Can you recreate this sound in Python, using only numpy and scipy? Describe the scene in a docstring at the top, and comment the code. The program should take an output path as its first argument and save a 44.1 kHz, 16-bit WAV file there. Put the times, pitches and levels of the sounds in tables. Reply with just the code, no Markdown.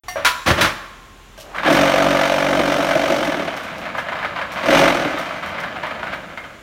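"""A yard with a concrete block machine. Its press head drops into the mould with steel clanks.
The vibration motors then run, coast down, get a second short burst and coast again. Their
off-centre weights slam the mould table once a turn and shake the loose parts of the frame,
which rattle, knock and ring. A sheet-metal fence echoes it all over faint outdoor noise."""
import sys
import numpy as np
from scipy import signal
from scipy.fft import rfft, irfft, next_fast_len
from scipy.io import wavfile
from scipy.ndimage import uniform_filter1d, minimum_filter1d, map_coordinates

SR = 44100
rng = np.random.default_rng(int(sys.argv[2]) if len(sys.argv) > 2 else 0)


def pcm_store(signal):
    """Save signal as 16-bit PCM."""
    levels = np.round(np.clip(np.atleast_2d(signal), -1, 1) * 32767)
    wavfile.write(sys.argv[1], SR, levels.astype(np.int16).T)


N = 291942
SWITCH_ON_S, FIRST_SLAM_S = 1.44, 1.675

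# Motor speed. Each row: time in seconds, turns per second.
SPEED_HZ = [(1.5, 0), (1.6, 25), (1.675, 39), (1.73, 44), (1.76, 47.4), (3.15, 47.3), (3.25, 45), (3.5, 33),
            (4.0, 22.7), (4.5, 17), (4.6, 30), (4.7, 46), (4.87, 46.5), (5.05, 36), (5.5, 26), (6.1, 17),
            (6.62, 12.5)]

def shaft():
    """Turns made by the weights; a landing falls on each whole number."""
    turns = np.cumsum(curve(SPEED_HZ)) / SR
    return turns - turns[round(FIRST_SLAM_S * SR)] % 1

def in_step(start_s=1.818, beat_hz=5.2, slowing_s=0.302):
    """The motors beat ever more slowly: +1 pulling together, -1 opposed."""
    age_s = np.maximum(clock() - start_s, 0)
    return np.cos(2 * np.pi * beat_hz * slowing_s * np.log1p(age_s / slowing_s))

# Run-ups. Each row: peak time in seconds, boost in dB, then rise, hold and settling in seconds.
SURGES = [(1.663, 5, 0.044, 0.055, 0.75), (4.754, 7.5, 0.19, 0.061, 0.19)]

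def surge_db():
    """Each run-up throws the machine hard before it settles."""
    t, boost_db = clock(), np.zeros(N)
    for peak_s, db, rise_s, hold_s, settle_s in SURGES:
        rise = np.clip(1 + (t - peak_s) / rise_s, 0, 1)
        boost_db += db * rise * np.exp(-np.maximum(t - peak_s - hold_s, 0) / settle_s)
    return boost_db

def shaken(law):
    """Gain of a part from speed and surge; it dies away when the shaking is too slow to lift it."""
    full_db, doubling_db, surge_share, stall_hz, stall_db_per_hz = law
    speed_hz = np.maximum(curve(SPEED_HZ), SPEED_HZ[-1][1])
    db = full_db + doubling_db * np.log2(speed_hz / speed_hz.max()) + surge_share * surge_db()
    db -= stall_db_per_hz * np.maximum(stall_hz - speed_hz, 0)
    return amp(db) * (clock() > SWITCH_ON_S)

def each_turn(turns, rise_s, t60_s, scatter_db, steady):
    """Envelope of rms 1 that jumps at each landing and decays over a steady floor."""
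    age_s = turns % 1 / np.maximum(curve(SPEED_HZ), 1)
    strength = amp(scatter_db * rng.standard_normal(N))[np.floor(turns).astype(int)]
    pulses = strength * (1 - np.exp(-age_s / rise_s)) * amp(-60 * age_s / t60_s)
    return unit(unit(pulses) + steady)

# Unusual landings. Each row: time in seconds, gain in dB.
ACCENTS = [(1.685, 5.5), (1.71, 6), (2.598, 5), (2.687, 2), (2.728, 2.5), (2.96, 4.5), (3.107, 2.5),
           (3.128, 3.5), (3.17, 0), (3.41, 4), (3.49, 5), (4.93, -6), (4.955, 4), (5.003, 2.5),
           (5.058, 3.5)]

def accents(turns):
    """Gain held for the whole turn when the table lands harder or softer than usual."""
    turn = np.floor(turns)
    return amp(sum(db * (turn == turn[round(s * SR)]) for s, db in ACCENTS))

# Unevenness of the landings. Each row: time in seconds, roughness from 0 to 1.
UNEVENNESS = [(1.68, .7), (1.77, .06), (2.5, .04), (2.65, .16), (2.85, .14), (3.1, .55), (3.4, .9),
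              (4.7, .6), (4.85, .45), (5.2, .9)]
# Resonances of the table plate and the heavy base. Each row: centre in Hz, width in Hz, level in dB.
PLATE_MODES = [(545, 52, 2.5), (610.4, 42, -4.5), (667.5, 37, 5.5), (700, 10, -5.5), (840, 77, 0.5)]
BASE_MODES = [(160, 24, -8.5), (296, 37, 0.5), (354, 29, -11)]
# Response to the motors. Each law: level at full speed in dB, dB per doubling of speed,
# surge factor, stall speed in Hz, dB lost per Hz below it.
PLATE_LAW = (-25.5, 23.5, 1.27, 31.5, 20)
BASE_LAW = (-25.5, 15.5, 1.1, 34.5, 3.5)

def mould_table(turns, lag_s=0.00368, jitter_s=0.00027, rebound_share=0.43, heave_db=1.5, tip_db=0.2):
    """One slam a turn, part clean blow and part scattered rebounds, rings the table and its base."""
    turns = turns - lag_s * curve(SPEED_HZ)  # the heavy table trails the light parts
    landings = np.flatnonzero(np.diff(np.floor(turns)) > 0)
    lateness, strength_db = rng.standard_normal((len(landings), 2)).T
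    landings += np.round(lateness * jitter_s * SR).astype(int)
    blows = np.zeros(N)
    blows[np.clip(landings, 0, N - 1)] = amp(strength_db)
    rebounds = each_turn(turns, rise_s=0.0058, t60_s=0.07, scatter_db=2.2, steady=0.12)
    rebounds *= rng.standard_normal(N)
    force = np.sqrt(1 - rebound_share) * unit(blows) + np.sqrt(rebound_share) * rebounds
    # the plate radiates little outside its own band
    plate = shaped(force, lambda hz: resonances(PLATE_MODES, hz) * band(hz, 583, width_hz=137))
    base = shaped(rebounds * np.sqrt(curve(UNEVENNESS)),
                  lambda hz: resonances(BASE_MODES, hz) * band(hz, 231, width_hz=700))
    # in step the motors heave the base; out of step they tip the table
    heave, tip = amp(heave_db * in_step()), amp(-tip_db * in_step())
    return accents(turns) * (shaken(PLATE_LAW) * tip * plate + shaken(BASE_LAW) * heave * base)

# Shaking force. 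Each row: multiple of the motor speed, relative level in dB.
FORCE_HARMONICS = [(1, -41), (2, -44), (3, -33), (4, -32), (5, -32), (6, -25), (7, -31), (8, -35), (9, -42),
                   (10, -39)]

def weights(turns, level_db=-3, beat_db=3.0, surge_share=1.38):
    """The unbalanced force falls steeply as the motors slow; its overtones need even landings."""
    speed_hz, evenness = curve(SPEED_HZ), 1 - curve(UNEVENNESS)
    pull = amp(level_db + beat_db * in_step() + surge_share * surge_db())
    pull *= (speed_hz / speed_hz.max()) ** 6
    return pull * sum(amp(db) * (evenness if k > 1 else 1) * np.sin(2 * np.pi * (k * turns + rng.random()))
                      for k, db in FORCE_HARMONICS)

# Spectrum of the loose parts. Each row: frequency in Hz, relative level in dB.
PARTS_SPECTRUM = [(350, -29.5), (520, -5), (640, 3.5), (850, -6), (1200, -1), (1700, -9), (2200, -5),
                  (3000, -12), (3900, -16), (5000, -23.5), (8000, -43.5), (15500, -68)]
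# Frame resonances. Each row: centre in Hz, width in Hz, level in dB.
FRAME_MODES = [(894, 98, 0.5), (1250, 4.3, 6.5), (1337, 67, -4.5), (1550, 160, 6), (1712, 56, 8.5),
               (2070, 62, 3), (2315, 31, 1.5), (2830, 13, 5), (3130, 40, 4), (3720, 14, 4)]

def steel(hz, ring_db=-3):
    """Broad colour of the loose parts with the frame's resonances on top."""
    return spectrum(PARTS_SPECTRUM, hz) * (1 + amp(ring_db) * resonances(FRAME_MODES, hz))

def steel_ripple(depth_db, spacing_hz=60):
    """Fine ripple against frequency: the many small resonances of welded steel."""
    grid_hz = np.arange(0, SR / 2, spacing_hz)
    treble = np.clip(grid_hz / 2500 - 0.5, 0, 1)
    gain = amp(depth_db * rng.standard_normal(SR // 10)[:len(grid_hz)] * treble)
    gain /= np.sqrt(uniform_filter1d(gain ** 2, size=7))
    return lambda hz: np.interp(hz, grid_hz, gain)

# Spectrum of sharp steel edges. 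Each row: frequency in Hz, relative level in dB.
EDGE_SPECTRUM = [(1760, -17), (3000, -4.5), (4880, -13.5), (5570, -10), (7670, -21.5), (9000, -20.5),
                 (10300, -27), (12700, -24.5), (15800, -33)]
# Response of the parts and their edges to the motors; columns as in PLATE_LAW.
RATTLE_LAW = (-27, 5.5, 1.55, 17.5, 1.5)
EDGE_LAW = (-35, 18, 1.23, 26, 10)

def loose_parts(turns, flutter_db=0.76, edge_steady=0.2, accent_share=0.35):
    """Steel parts chatter in time with the table at speed, and tumble freely as it slows."""
    locked = np.clip((curve(SPEED_HZ) - 27) / 17, 0, 1)
    chatter = each_turn(turns, rise_s=0.0025, t60_s=0.06, scatter_db=1.0, steady=0.3)
    tumble = each_turn(turns, rise_s=0.0052, t60_s=0.75, scatter_db=2.7, steady=0.9)
    tumble *= amp(flutter_db * wobble(rate_hz=16))
    drive = np.sqrt(locked * chatter ** 2 + (1 - locked) * tumble ** 2) * accents(turns) ** accent_share
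    ripple = steel_ripple(depth_db=3.5)
    rattle = shaped(shaken(RATTLE_LAW) * drive * contacts(per_s=5000), lambda hz: steel(hz) * ripple(hz))
    # edges meet when the parts are thrown hard, and keep jingling between slams
    jingle = shaken(EDGE_LAW) * unit(drive + edge_steady) * contacts(per_s=13000)
    return rattle + shaped(jingle, lambda hz: spectrum(EDGE_SPECTRUM, hz) * ripple(hz))

# Spectrum of the rocking frame. Each row: frequency in Hz, relative level in dB.
ROCK_SPECTRUM = [(25, -11), (45, -14), (80, -0.5), (110, -5), (180, 4), (290, 0.5), (420, -6.5), (600, 3.5),
                 (1200, -62.5)]
# Its response to the motors; columns as in PLATE_LAW.
ROCK_LAW = (-39, -2, 0.9, 17.5, 2.5)

def frame_rocking():
    """Uneven landings rock the whole frame on its feet."""
    force = shaken(ROCK_LAW) * np.sqrt(curve(UNEVENNESS)) * rng.standard_normal(N)
    return shaped(force, lambda hz: spectrum(ROCK_SPECTRUM, hz))

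# Modes of catch, guides, head and frame boom. Each row: frequency in Hz, level in dB, T60 in seconds.
CATCH_MODES = [(735, 4.5, 0.36), (1140, 10, 0.059), (1810, 2, 0.54), (2100, 2, 0.26), (2850, -5, 0.31),
               (3680, -22, .22), (4520, 0.5, 0.12), (5760, 0, 0.33), (8300, -17, 0.27), (9700, -16, 0.48),
               (12240, -12, 0.25), (14870, -24, .28)]
GUIDE_MODES = [(575, -0.5, 0.27), (639, -1, 0.26), (1163, -14, 0.4), (1600, -5, 0.086)]
HEAD_MODES = [(991, 9, 0.22), (1065, -11, 2.1), (1120, -15, 0.7), (1330, 3, 0.4), (1402, 10, 0.28),
              (1340, 3, 0.19), (2360, -12, 0.66), (2900, -13, 0.23), (3270, -3, 0.23), (3896, 6.5, 0.16),
              (6002, -20, 0.18), (7260, -21, 0.8), (9960, -7.5, 0.27), (14714, -21, .3)]
BOOM_MODES = [(80, -3, 0.23), (109, -2, 0.14), (144, -3, 0.08)]
# Hits on them. Each row: start in seconds, level in dB.
CATCH_HITS = [(0.083, -32)]
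GUIDE_HITS = [(0.158, -18.5), (0.58, -16.5), (1.378, -35.5)]
HEAD_HITS = [(0.249, -22.5), (0.474, -34), (0.611, -26)]
BOOM_HITS = [(0.51, -13.5)]

def press_rings():
    """Catch, guides and head ring when struck; the frame booms as the head lands."""
    clanks = ring(CATCH_MODES, CATCH_HITS) + ring(GUIDE_MODES, GUIDE_HITS) + ring(HEAD_MODES, HEAD_HITS)
    return clanks + ring(BOOM_MODES, BOOM_HITS, attack_s=0.006, blur_hz=3)

# Blows of the head. Each row: start in seconds, crash in dB, thud in dB,
# treble tilt in dB per octave, rise in seconds, T60 in seconds.
HEAD_BLOWS = [(0.157, -25.5, -38, -12, 0.0085, 0.65), (0.248, -5.5, -53, -1.5, 0.00064, 0.2),
              (0.458, -10, -12, -4.5, 0.012, 0.29), (0.474, -15.5, -23.5, -1, 0.0051, 0.23),
              (0.503, 8, -4, -7, 0.0011, 0.034), (0.575, -16.5, -21, -5.5, 0.0072, 0.3),
              (0.610, -9.5, -20.5, -1.5, 0.00039, 0.23), (0.645, -12.5, -42, -6.5, 0.0016, 0.23)]
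# Spectra of a blow. Each row: frequency in Hz, relative level in dB.
CRASH_SPECTRUM = [(350, -27), (600, -19.5), (845, -14.5), (996, -13), (1140, -8.5), (1420, -8),
                  (1770, -8.5), (4130, -14), (4870, -18), (5820, -17), (7760, -25.5), (9790, -25),
                  (15800, -28)]
THUD_SPECTRUM = [(18, -45), (30, -13), (90, 3.5), (140, -1.5), (241, -1), (328, 0), (395, -17), (572, 0),
                 (909, -16.5), (1200, -27), (1560, -37), (2640, -120)]

def press_blows(catch_db=-33.5):
    """The catch lets go; the head knocks on its guides, crashes into the mould and bounces."""
    release = burst(CATCH_HITS[0][0], rise_s=0.0003, t60_s=0.36) * rng.standard_normal(N)
    crashes = amp(catch_db) * shaped(release, lambda hz: np.sqrt(spectrum(CRASH_SPECTRUM, hz)))
    thuds, ripple = np.zeros(N), steel_ripple(depth_db=2.0)
    for start_s, crash_db, thud_db, tilt_db, rise_s, t60_s in HEAD_BLOWS:
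        blow = burst(start_s, rise_s, t60_s)
        tilt = lambda hz: amp(tilt_db * np.log2(1 + hz / 1500))  # softer contacts excite less treble
        colour = lambda hz: spectrum(CRASH_SPECTRUM, hz) * tilt(hz) * ripple(hz)
        crashes += amp(crash_db) * shaped(blow * rng.standard_normal(N), colour)
        thuds += amp(thud_db) * blow
    return crashes + shaped(thuds * rng.standard_normal(N), lambda hz: spectrum(THUD_SPECTRUM, hz))

# Knocks of loose parts. Each row: start in seconds, relative level in dB, ring frequency in Hz.
KNOCKS = [(1.546, -18.5, 1137), (1.581, -12, 1657), (1.632, -10, 1120), (1.661, -4, 1647),
          (2.723, -17, 1380), (2.911, -12, 1495), (2.955, -18, 880), (3.098, -15, 870), (3.247, -12, 846),
          (3.396, -31, 1560), (3.578, -27, 1780), (3.853, -14, 1700), (3.948, -15.5, 991),
          (3.981, -12.5, 1674), (4.085, -13.5, 1700), (4.12, -14, 990), (4.154, -17.5, 1720),
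          (4.188, -17, 985), (4.227, -15.5, 1690), (4.247, -13, 1250), (4.362, -14.5, 1027),
          (4.386, -17, 1710), (4.414, -14, 1693), (4.506, -19, 1636), (4.559, -16.5, 1065),
          (5.172, -13, 1313), (5.429, -18.5, 1320), (5.459, -17, 2000), (5.579, -18.5, 2080),
          (5.635, -15, 1624), (5.763, -17, 703), (5.831, -13, 1000), (5.908, -17.5, 1290),
          (5.993, -22, 985), (6.029, -13.5, 1470), (6.068, -17, 1334), (6.127, -15.5, 1600),
          (6.374, -16.5, 2116), (6.438, -23, 1230)]
# Light clicks. Each row: start in seconds, level in dB.
CLICKS = [(1.377, -39), (1.4, -41), (1.702, -33), (1.725, -26), (3.245, -36), (3.565, -37), (3.63, -42),
          (3.78, -42), (3.975, -38.5), (4.518, -36.5), (4.775, -27), (5.183, -34), (5.46, -40),
          (5.6, -41.5), (5.865, -47), (6.135, -47)]

def knocks(hit_db=-9, rebound_db=-21, ring_db=-11, ring_t60_s=0.23):
    """Parts knock on the frame, rebound and ring at their own pitch; small ones click more brightly."""
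    blows = sum(amp(db + hit_db) * burst(s, rise_s=0.00076, t60_s=0.08)
                + amp(db + rebound_db) * burst(s, rise_s=0.012, t60_s=0.49) for s, db, _ in KNOCKS)
    clanks = shaped(blows * contacts(per_s=10000), lambda hz: steel(hz, ring_db=-0.5))
    taps = sum(amp(db) * burst(s, rise_s=0.00014, t60_s=0.22) for s, db in CLICKS)
    clicks = shaped(taps * contacts(per_s=3400), lambda hz: spectrum(EDGE_SPECTRUM, hz) * (1 + hz / 4000))
    rings = sum(ring([(hz, ring_db, ring_t60_s)], [(s, db)], blur_hz=60) for s, db, hz in KNOCKS)
    return clanks + clicks + rings

# Start-up rubs. Each row: peak time and half-width in seconds, level in dB, centre and width in Hz.
RUBS = [(1.514, 0.089, -40, 620, 300), (1.538, 0.03, -40, 930, 250), (1.568, 0.016, -29, 1260, 700)]

def motor_rub():
    """The motors rub as they start: a scrape that climbs in pitch."""
    out = np.zeros(N)
    for peak_s, half_width_s, db, centre_hz, width_hz in RUBS:
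        swell = amp(db) * np.exp(-((clock() - peak_s) / half_width_s) ** 2)
        colour = lambda hz: band(hz, centre_hz, width_hz) * band(hz, centre_hz, 2 * centre_hz)
        out += shaped(swell * contacts(per_s=7500), colour)
    return out

# Whistle of the sliding head. Each row: time in seconds, pitch in Hz, level in dB.
WHISTLE = [(0.37, 5500, -62), (0.4, 5950, -49), (0.45, 7500, -46), (0.465, 7900, -62)]

def head_slide(jitter=0.22):
    """Steel running on steel: a faint, unsteady whistle that rises as the head gathers speed."""
    pitch_hz = curve(WHISTLE) * (1 + jitter * rng.standard_normal(N))
    return amp(curve(WHISTLE, column=2, outside=-120)) * np.sin(2 * np.pi * np.cumsum(pitch_hz) / SR)

# Echo decay. Each row: frequency in Hz, T60 in seconds.
YARD_T60 = [(150, 0.73), (1200, 1), (4000, 0.86), (14000, 0.77)]

def yard_echo(x, delay_s=0.01292):
    """The sheet-metal fence and the frame keep each sound alive, the midrange longest."""
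    hz, t, noise = signal.stft(rng.standard_normal(SR), SR, nperseg=256)
    decay = amp(-60 * t / along(YARD_T60, hz)[:, None])
    tail = signal.istft(noise * decay, SR, nperseg=256)[1]
    tail[:round(delay_s * SR)] = 0
    return signal.fftconvolve(x, tail / np.linalg.norm(tail))[:N]

# Outdoor noise. Each row: frequency in Hz, relative level in dB.
AIR_SPECTRUM = [(25, -17), (50, -15), (80, -15.5), (130, -17.5), (220, -20.5), (600, -25.5), (1100, -25),
                (3400, -30), (4900, -38.5), (7100, -35.5), (8000, -42.5), (15500, -48.5)]

def background(level_db=-45.5, hum_hz=42):
    """Outdoor noise, with a low hum until the first slam."""
    air = shaped(rng.standard_normal(N), lambda hz: spectrum(AIR_SPECTRUM, hz))
    hum = np.sin(2 * np.pi * hum_hz * clock()) * (clock() < FIRST_SLAM_S)
    return amp(level_db) * (air + hum)

def ring(modes, hits, attack_s=0.00023, blur_hz=7):
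    """Decaying modes, new at every hit; loose joints make their phases drift."""
    out, t = np.zeros(N + SR), np.arange(SR) / SR
    for start_s, hit_db in hits:
        for hz, mode_db, t60_s in modes:
            phase = 2 * np.pi * (hz * t + rng.random())
            drift = np.cumsum(rng.standard_normal(SR)) * np.sqrt(2 * np.pi * blur_hz / SR)
            decay = amp(hit_db + mode_db + rng.standard_normal() - 60 * t / t60_s)
            out[round(start_s * SR):][:SR] += decay * np.sin(phase + drift) * (1 - np.exp(-t / attack_s))
    return out[:N]

def burst(start_s, rise_s, t60_s):
    """Envelope of one blow."""
    out, t = np.zeros(N + SR), np.arange(SR) / SR
    out[round(start_s * SR):][:SR] = (1 - np.exp(-t / rise_s)) * amp(-60 * t / t60_s)
    return out[:N]

def contacts(per_s):
    """Random tiny impacts of either sign, rms 1."""
    return unit(rng.standard_normal(N) * (rng.random(N) < per_s / SR))

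def wobble(rate_hz):
    """Smooth random curve."""
    return map_coordinates(rng.standard_normal(int(N * rate_hz / SR) + 4), [clock() * rate_hz])

def band(hz, centre_hz, width_hz):
    """Gain of one resonance, 1 at its centre."""
    return np.abs(hz * width_hz / (centre_hz ** 2 - hz ** 2 + 1j * hz * width_hz))

def resonances(modes, hz):
    """Gain of several resonances, summed in power."""
    return np.sqrt(sum((amp(db) * band(hz, centre, width)) ** 2 for centre, width, db in modes))

def coloured(x, gain):
    """Minimum-phase filter with the response gain(hz)."""
    size = 2 * next_fast_len(N // 2 + SR // 4)
    cepstrum = irfft(np.log(np.maximum(gain(np.fft.rfftfreq(size, 1 / SR)), 1e-6)))
    cepstrum[1:size // 2] *= 2
    cepstrum[size // 2 + 1:] = 0
    return irfft(rfft(x, size) * np.exp(rfft(cepstrum)), size)[:N]

def shaped(x, gain):
    """Filter scaled to keep the power of white noise."""
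    rms_gain = np.sqrt(np.mean(gain(np.fft.rfftfreq(SR, 1 / SR)) ** 2))
    return coloured(x, lambda hz: gain(hz) / rms_gain)

def along(points, hz):
    """Interpolate (Hz, value) points on a log axis."""
    points_hz, values = np.transpose(points)
    return np.interp(np.log(hz + 1), np.log(points_hz + 1), values)

def spectrum(points, hz):
    """Gain from (Hz, dB) points."""
    return amp(along(points, hz))

def curve(rows, column=1, outside=None):
    """One column of a time table, per sample."""
    rows = np.asarray(rows)
    return np.interp(clock(), rows[:, 0], rows[:, column], outside, outside)

def clock():
    """Sample times in seconds."""
    return np.arange(N) / SR

def amp(db):
    """Decibels to gain."""
    return 10 ** (np.asarray(db) / 20)

def unit(x):
    """Scale to rms 1."""
    return x / np.sqrt(np.mean(x ** 2) + 1e-20)

def scene(head_echo_db=-15, vibration_echo_db=-12):
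    """The machine, its echo and the yard."""
    turns = shaft()
    head = press_rings() + press_blows() + head_slide()
    vibration = mould_table(turns) + loose_parts(turns) + frame_rocking() + knocks() + motor_rub()
    drone = weights(turns)
    echo = yard_echo(amp(head_echo_db) * head + amp(vibration_echo_db) * vibration)
    return (head + vibration + drone + echo + background())[None]

def record(dry, ceiling=0.74, low_cut_hz=34, top_hz=15850, opens_s=0.036):
    """Low cut, a brief opening silence, a fast peak limiter and a steep treble cut."""
    x = coloured(dry[0], lambda hz: 1 / np.sqrt(1 + (low_cut_hz / (hz + 1)) ** 8))
    x *= clock() > opens_s
    limiter_gain = np.minimum(1, ceiling / (np.abs(x) + 1e-9))
    x *= uniform_filter1d(minimum_filter1d(limiter_gain, size=100), size=100)
    return irfft(rfft(x) * (np.fft.rfftfreq(N, 1 / SR) < top_hz), N)[None]

dry = scene()
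out = record(dry)
pcm_store(out)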